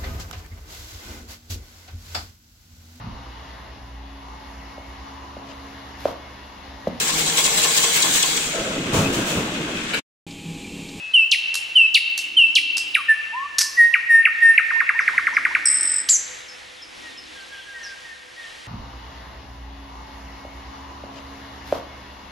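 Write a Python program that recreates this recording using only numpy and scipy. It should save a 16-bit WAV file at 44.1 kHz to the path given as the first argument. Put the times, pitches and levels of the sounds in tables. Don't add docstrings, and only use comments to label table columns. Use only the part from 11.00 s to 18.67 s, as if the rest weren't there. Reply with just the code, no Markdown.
import sys
import numpy as np
from scipy import signal
from scipy.fft import rfft, irfft, next_fast_len
from scipy.io import wavfile

SR = 44100
rng = np.random.default_rng(int(sys.argv[2]) if len(sys.argv) > 2 else 0)


def put_to_file(sound):
    columns = np.atleast_2d(sound).T
    safe = np.clip(columns, -1, 1)
    whole_steps = np.round(safe * 32767)
    wavfile.write(sys.argv[1], SR, whole_steps.astype(np.int16))


N = 338247

# (frequency [Hz], gain [dB])
HUSH_SPECTRUM = [(15, -30), (25, -10), (71, -7), (110, -9.5), (200, -12.5), (300, -11), (500, -8),
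                 (850, -6), (1400, -6.5), (2000, -2), (3200, -2), (4200, -5.5), (6000, -10), (8000, -16),
                 (11400, -21), (12500, -38)]
HUSH_SIDE = [(30, -4.5), (60, -4), (150, 2.5), (350, 4), (850, 4.5), (2050, -2), (4970, -15.5),
             (12000, -14.5)]
# (time [s], level [dB])
BREEZE_CURVE = [(3.3, -2.5), (4.4, 3), (5.8, .3), (7.67, -1)]
HUM_CURVE = [(0, -73), (4.8, -70.5), (5.3, -59), (6.2, -63.5), (7.67, -63)]
# (time [s], length [s], level [dB])
RUMBLES = [(1.1, .95, -58.5), (4.1, 1.1, -57), (5.75, .8, -60)]

WHISTLE = dict(start_hz=3075, length_s=.124, linger_s=.019, glide_oct=-.2, glide_s=.021, drift_oct_per_s=-.29, attack_s=.016, hold_s=.016, fade_db_per_s=88, release_s=.0125)
WHIP = dict(start_hz=8200, length_s=.042, linger_s=.0018, glide_oct=-1.13, glide_s=.0034, drift_oct_per_s=-25, attack_s=.0072, hold_s=.018, fade_db_per_s=720, release_s=.01)
DROP = dict(start_hz=3800, length_s=.077, linger_s=.0028, glide_oct=-1.66, glide_s=.0142, drift_oct_per_s=-1.45, attack_s=.0008, fade_db_per_s=62, release_s=.015, throat_hz=2510, throat_q=8.5)
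FLUTE = dict(start_hz=1872, length_s=.155, linger_s=.023, glide_oct=-.03, glide_s=.011, drift_oct_per_s=-.07, attack_s=.035, hold_s=.08, fade_db_per_s=230, release_s=.014)
RISE = dict(start_hz=768, length_s=.165, glide_oct=.35, glide_s=.022, drift_oct_per_s=1.65, attack_s=.055, fade_db_per_s=40, release_s=.022)
SWEEP = dict(start_hz=2560, length_s=.031, linger_s=.0015, glide_oct=-1.2, glide_s=.015, drift_oct_per_s=-7.5, attack_s=.0024, hold_s=.0048, fade_db_per_s=640, release_s=.006, throat_hz=2300, throat_q=1.9)
HIGH_PIP = dict(start_hz=8620, length_s=.01, drift_oct_per_s=-14, attack_s=.0035, release_s=.005)
LOW_PIP = dict(start_hz=5520, length_s=.017, drift_oct_per_s=-5.5, attack_s=.0045, release_s=.009)
FLICK = dict(start_hz=3000, length_s=.087, linger_s=.0055, glide_oct=1.46, glide_s=.0025, drift_oct_per_s=-6, attack_s=.012, hold_s=.028, fade_db_per_s=115, release_s=.011)
FAR_CHIP = dict(start_hz=6400, length_s=.07, glide_oct=-.66, glide_s=.055, attack_s=.012, hold_s=.032, fade_db_per_s=330, release_s=.012)
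FAR_PEEP = dict(start_hz=5450, length_s=.035, drift_oct_per_s=-2.6, attack_s=.009, release_s=.02)
FAR_CALL = dict(start_hz=1665, length_s=.12, drift_oct_per_s=-.8, attack_s=.025, release_s=.028)
# (time [s], level [dB], pitch [ratio], length [ratio])
WHISTLES = [(.133, -6, .998, .92), (.750, -5.1, .997, 1.0), (1.363, -5.3, 1.013, .99)]
WHIPS = [(.312, -8.5, .98, 1.06), (.942, -7.4, .98, 1.01), (1.5508, -8, 1.01, 1.0)]
DROPS = [(1.944, -1.7, 1, 1)]
FLUTES = [(2.080, -8.2, .965, .45), (2.765, -7, 1.025, .87), (3.083, -5.9, 1.001, .97),
          (3.403, -7.1, .996, 1.12)]
RISES = [(2.315, -22, 1, 1), (3.753, -32.5, .94, .218), (3.942, -32.5, .93, .2), (4.132, -31, .94, .19),
         (4.322, -30.5, .94, .198), (4.502, -30.5, 0.93, 0.19)]
SWEEPS = [(2.9386, -3.9, 1.095, 1.08), (3.2523, -2.2, 1.087, 1.14), (3.5771, -3.2, 1.09, 1.06),
          (3.7038, -12, .87, .76), (3.8034, -6.2, .9, .75), (3.8905, -5.5, .934, .78),
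          (3.9903, -5.7, .935, .8), (4.078, -5, .94, .75), (4.1785, -5.2, .937, .77),
          (4.2686, -6, .92, .76), (4.3671, -5.3, .945, .78), (4.4506, -5.6, .935, .765),
          (4.5496, -5, .984, .78)]
FLICKS = [(5.084, -11, 1, 1)]
FAR_CHIPS = [(4.0, -38.5, 1.03, .4), (4.335, -35.5, 1, .44), (6.52, -41.5, .58, 1), (6.555, -43, .57, 1),
             (6.6, -42.5, .59, 1), (6.825, -36.5, 1, .95)]
FAR_PEEPS = [(5.48, -36.5, .99, 1), (5.815, -36.5, .98, 1), (6.17, -36, .99, 1)]
FAR_CALLS = [(6.02, -40, 1.165, .9), (6.34, -40.5, .989, .98), (6.5, -37, .995, 1.03),
             (6.655, -37, .997, 1.16), (6.73, -35.5, 1.15, 1.06), (6.835, -36, .995, 1),
             (7.035, -37, 1.14, .96), (7.36, -36.5, 1.15, 1.02)]
# (time [s], level [dB], length [s])
TICKS = [(0.5413, -21, 0.0052), (.5525, -19.5, .005), (1.1765, -20.5, 0.0049), (1.1885, -23, 0.0051),
         (1.768, -19, 0.0051), (1.779, -18.5, .006), (2.5821, -13, 0.0137), (2.597, -22.5, .014),
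         (2.608, -14.5, .014), (5.087, -19.5, .012)]
# (time [s], length [s], rate [1/s], level [dB], fade [dB/s])
BUZZ_RUNS = [(4.654, .136, 70.5, -8.5, 58), (4.807, .187, 46, -12.5, 8)]
# (frequency [Hz], gain [dB])
BEAK_SPECTRUM = [(2000, -29.5), (3700, -13), (5500, -10.5), (7300, -18), (9100, 1), (11000, -1),
                 (12000, -11.5), (13000, -28)]
TICK_SPECTRUM = [(300, -36), (900, -14.5), (3000, -9), (4800, 3.5), (6500, -4), (8500, -6), (11500, -11.5),
                 (14000, -14)]
RASP_SPECTRUM = [(400, -48), (1500, -15), (3200, -14), (4400, -4), (6200, -1.5), (8000, -13.5),
                 (11500, -13.5), (14000, -23)]

# (frequency [Hz], gain [dB])
TWIG_SPECTRUM = [(1000, -3), (2000, -4.5), (3000, -2), (6000, 6), (12000, 4)]
TAIL_SPECTRUM = [(500, -19), (1200, -10), (2000, -9), (2800, -11), (4500, -8), (7000, -9), (12000, -13)]
ECHO_SPECTRUM = [(1000, -5), (1800, -1.5), (2600, -1.5), (3100, -6), (5000, -22), (9000, -26)]
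WOOD_SIDE = [(500, -3), (1200, -2), (2000, -1), (3000, -0.5), (4500, -10), (10000, -5)]
# (frequency [Hz], T60 [s])
TAIL_T60 = [(500, 0.2), (1200, 2.96), (2000, 3.05), (2800, 2.48), (4500, 1.0), (8000, 0.6), (12000, 1.2)]
# (frequency [Hz], width [Hz], boost [dB])
WOOD_RINGS = [(1830, 31, 2.5), (2706.5, 22, 11)]
# (delay [s], blur [s], mid [dB], side [dB])
ECHOES = [(.135, .006, -29, -27), (.29, .012, -21, -17)]
# (delay [s], gain [dB])
BRANCHES = [(.0063, -20), (.0116, -18.5), (.0164, -17)]


def gain_of(db):
    return 10 ** (np.asarray(db) / 20)


def unit_rms(x):
    return x / np.sqrt(np.mean(x ** 2) + 1e-20)


def lookup(points, hz):
    points_hz, values = np.transpose(points)
    return np.interp(np.log(hz + 1), np.log(points_hz + 1), values)


def add(mix, at_s, sound):
    part = mix[max(round(at_s * SR), 0):][:len(sound)]
    part += sound[:len(part)]


def filtered(x, spectrum):
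    return irfft(rfft(x) * gain_of(lookup(spectrum, np.fft.rfftfreq(len(x), 1 / SR))), len(x))


def band_noise(samples, hz, width_hz):
    size = next_fast_len(max(samples, 2 ** 13))
    offset = (np.fft.rfftfreq(size, 1 / SR) - hz) / width_hz
    bell = np.exp(-.5 * np.minimum(offset ** 2, 100))
    return unit_rms(irfft(rfft(rng.standard_normal(size)) * bell, size))[:samples]


def stereo(mid, side):
    return np.array([mid + side, mid - side])


def hush(air_db=-43.5, rumble_rest_db=-67, ramp_s=.25):
    t = np.arange(N) / SR
    breeze, hum = (gain_of(np.interp(t, *np.transpose(curve))) for curve in (BREEZE_CURVE, HUM_CURVE))
    mid, side = (unit_rms(filtered(rng.standard_normal(N), HUSH_SPECTRUM)) for _ in range(2))
    waver_db = 1.3 * band_noise(N, 0, 2.76)
    air = gain_of(air_db + waver_db) * breeze * stereo(mid, filtered(side, HUSH_SIDE))
    swell = gain_of(rumble_rest_db)
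    for at_s, length_s, db in RUMBLES:
        swell = swell + gain_of(db) * np.clip(np.minimum(t - at_s, at_s + length_s - t) / ramp_s, 0, 1)
    rumble = swell * stereo(band_noise(N, 302, 66), band_noise(N, 295, 70))
    return air + rumble + hum * band_noise(N, 502.6, 6) + gain_of(-70.5) * band_noise(N, 70, 4)


def lingering_whistle(level_db=-34, t60_s=1.35):
    mid, side = (band_noise(N, 2590, 8) + .5 * band_noise(N, 2720, 130) for _ in range(2))
    return gain_of(level_db - 60 * np.arange(N) / SR / t60_s) * stereo(mid, .7 * side)


def syllable(t, start_hz, length_s, attack_s, release_s, linger_s=0, glide_oct=0, glide_s=1,
             drift_oct_per_s=0, hold_s=0, fade_db_per_s=0, throat_hz=1, throat_q=0):
    settled = 1 - np.exp(-np.maximum(t - linger_s, 0) / glide_s)
    hz = start_hz * 2 ** (glide_oct * settled + drift_oct_per_s * t)
    ramp = np.clip(np.minimum(t / attack_s, (length_s - t) / release_s), 0, 1)
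    gate = np.sin(np.pi / 2 * ramp) ** 2
    throat = 1 / np.hypot(1, throat_q * (hz / throat_hz - throat_hz / hz))
    fade = gain_of(-fade_db_per_s * np.maximum(t - hold_s, 0))
    return hz, gate * throat * fade


def sing(shape, notes, jitter, overtone_db=-60, air_db=-70, waver=0, flutter_db=0, harmonics=6):
    out = np.zeros(N)
    rush = unit_rms(filtered(rng.standard_normal(2 ** 14), BEAK_SPECTRUM))
    for at_s, level_db, pitch, stretch in notes:
        t = np.arange(0, shape["length_s"] * stretch, 1 / SR) / stretch
        hz, envelope = syllable(t, **shape)
        wobble = 1 + jitter * band_noise(len(t), 0, 300) + waver * band_noise(len(t), 0, 35)
        hz = pitch * hz * wobble
        phase = 2 * np.pi * np.cumsum(hz) / SR
        overtones = sum(gain_of(lookup(BEAK_SPECTRUM, k * hz)) * np.sin(k * phase)
                        * (k * hz < SR / 2) * 2 / k for k in range(2, harmonics + 1))
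        air = np.resize(np.roll(rush, rng.integers(len(rush))), len(t))
        voice = np.sin(phase) + gain_of(overtone_db) * overtones + gain_of(air_db) * air
        gain = gain_of(level_db + flutter_db * band_noise(len(t), 0, 250))
        add(out, at_s, gain * envelope * voice)
    return out


def nightingale():
    whistles = sing(WHISTLE, WHISTLES, jitter=.0025, overtone_db=-29.5, waver=.0015, harmonics=3)
    flutes = sing(FLUTE, FLUTES, jitter=.0025, overtone_db=-30, air_db=-39, waver=.002, flutter_db=.2)
    whips = sing(WHIP, WHIPS, jitter=.031, overtone_db=-22.5, air_db=-28, flutter_db=1.2)
    drop = sing(DROP, DROPS, jitter=.025, overtone_db=-22, air_db=-29)
    sweeps = sing(SWEEP, SWEEPS, jitter=.02, overtone_db=-38, air_db=-43, flutter_db=1)
    rises = sing(RISE, RISES, jitter=.006, overtone_db=-41)
    flick = sing(FLICK, FLICKS, jitter=.025, overtone_db=-32, air_db=-27.5, flutter_db=2.2)
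    return whistles + whips + ticks() + drop + flutes + rises + sweeps + buzz() + flick


def scatter(envelope, taps_per_s=4000):
    signs = rng.choice([-1., 1.], len(envelope))
    taps = signs * (rng.random(len(envelope)) < taps_per_s / SR) * envelope
    return taps / np.linalg.norm(taps)


def wood_response(twig_db, twig_t60_s, tail_db, echoes):
    t = np.arange(2 * SR) / SR
    twigs = filtered(scatter(gain_of(-60 * t / twig_t60_s) * (t > .003)), TWIG_SPECTRUM)
    rows = sum(gain_of(db) * scatter(np.exp(-.5 * ((t - delay_s) / blur_s) ** 2))
               for delay_s, blur_s, db in echoes)
    band_hz, frame_s, bands = signal.stft(scatter(1. * (t > .015)), SR, nperseg=256)
    t60_s = lookup(TAIL_T60, band_hz)[:, None]
    decay = gain_of(lookup(TAIL_SPECTRUM, band_hz)[:, None] - 60 * frame_s / t60_s)
    bands = bands * decay * np.sqrt(4 * np.log(1000) / t60_s)
    tail = signal.istft(bands, SR, nperseg=256)[1][:len(t)]
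    far = gain_of(tail_db) * tail + filtered(rows, ECHO_SPECTRUM)
    bin_hz = np.fft.rfftfreq(len(t), 1 / SR)
    rings_db = sum(db * np.exp(-.5 * ((bin_hz - hz) / width_hz) ** 2) for hz, width_hz, db in WOOD_RINGS)
    return gain_of(twig_db) * twigs + irfft(rfft(far) * gain_of(rings_db), len(t))


def wood(song):
    mid_echoes = [(delay_s, blur_s, db) for delay_s, blur_s, db, _ in ECHOES]
    side_echoes = [(delay_s, blur_s, db) for delay_s, blur_s, _, db in ECHOES]
    mid = wood_response(twig_db=-8, twig_t60_s=.23, tail_db=0, echoes=mid_echoes)
    side = wood_response(twig_db=-18.5, twig_t60_s=.2, tail_db=-2.2, echoes=side_echoes)
    for delay_s, db in BRANCHES:
        add(mid, delay_s, gain_of([db]))
    return signal.fftconvolve(song[None], stereo(mid, filtered(side, WOOD_SIDE)), axes=1)[:, :N]


def far_birds(twitter_db=-50.5, twitter_count=40):
    twitter = [(7.5 * when, twitter_db + 5 * loud, .54 + .24 * high, 1 + slow)
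               for when, loud, high, slow in rng.random((twitter_count, 4))]
    chips = sing(FAR_CHIP, FAR_CHIPS + twitter, jitter=.022)
    return sing(FAR_CALL, FAR_CALLS, jitter=.0043) + sing(FAR_PEEP, FAR_PEEPS, jitter=.026) + chips


def ticks(rasp_above_s=.009):
    out = np.zeros(N)
    for at_s, level_db, length_s in TICKS:
        size = round(length_s * SR)
        spectrum = RASP_SPECTRUM if length_s > rasp_above_s else TICK_SPECTRUM
        burst = unit_rms(filtered(rng.standard_normal(size), spectrum))
        add(out, at_s, gain_of(level_db) * burst * signal.windows.tukey(size, .35))
    return out


def buzz(sag_per_s=.06, pitch_spread=.004, low_db=-31, accent_db=15, accent_s=.016):
    start_s = BUZZ_RUNS[0][0]
    high, low = [], []
    for run_s, length_s, pips_per_s, level_db, fade_db_per_s in BUZZ_RUNS:
        for t in np.arange(0, length_s, 1 / pips_per_s):
            at_s = run_s + t
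            pitch = 1 - sag_per_s * (at_s - start_s) + pitch_spread * rng.standard_normal()
            high.append((at_s, level_db - fade_db_per_s * t, pitch, 1))
            low.append((at_s, low_db + accent_db * np.exp((start_s - at_s) / accent_s), pitch, 1))
    high_voice = sing(HIGH_PIP, high, jitter=.018, air_db=-30)
    return high_voice + sing(LOW_PIP, low, jitter=.025, overtone_db=-13, flutter_db=2.2)


def scene():
    near, far = nightingale(), far_birds()
    direct = near * gain_of([[-.2], [.2]]) + gain_of(-1.2) * far
    return direct + wood(near + gain_of(1.5) * far) + lingering_whistle() + hush()


def record(dry, cutoff_hz=12400):
    lowpass = signal.firwin(255, cutoff_hz, window=("kaiser", 8), fs=SR)
    return signal.oaconvolve(dry, lowpass[None], "same")


dry = scene()
out = record(dry)
put_to_file(out)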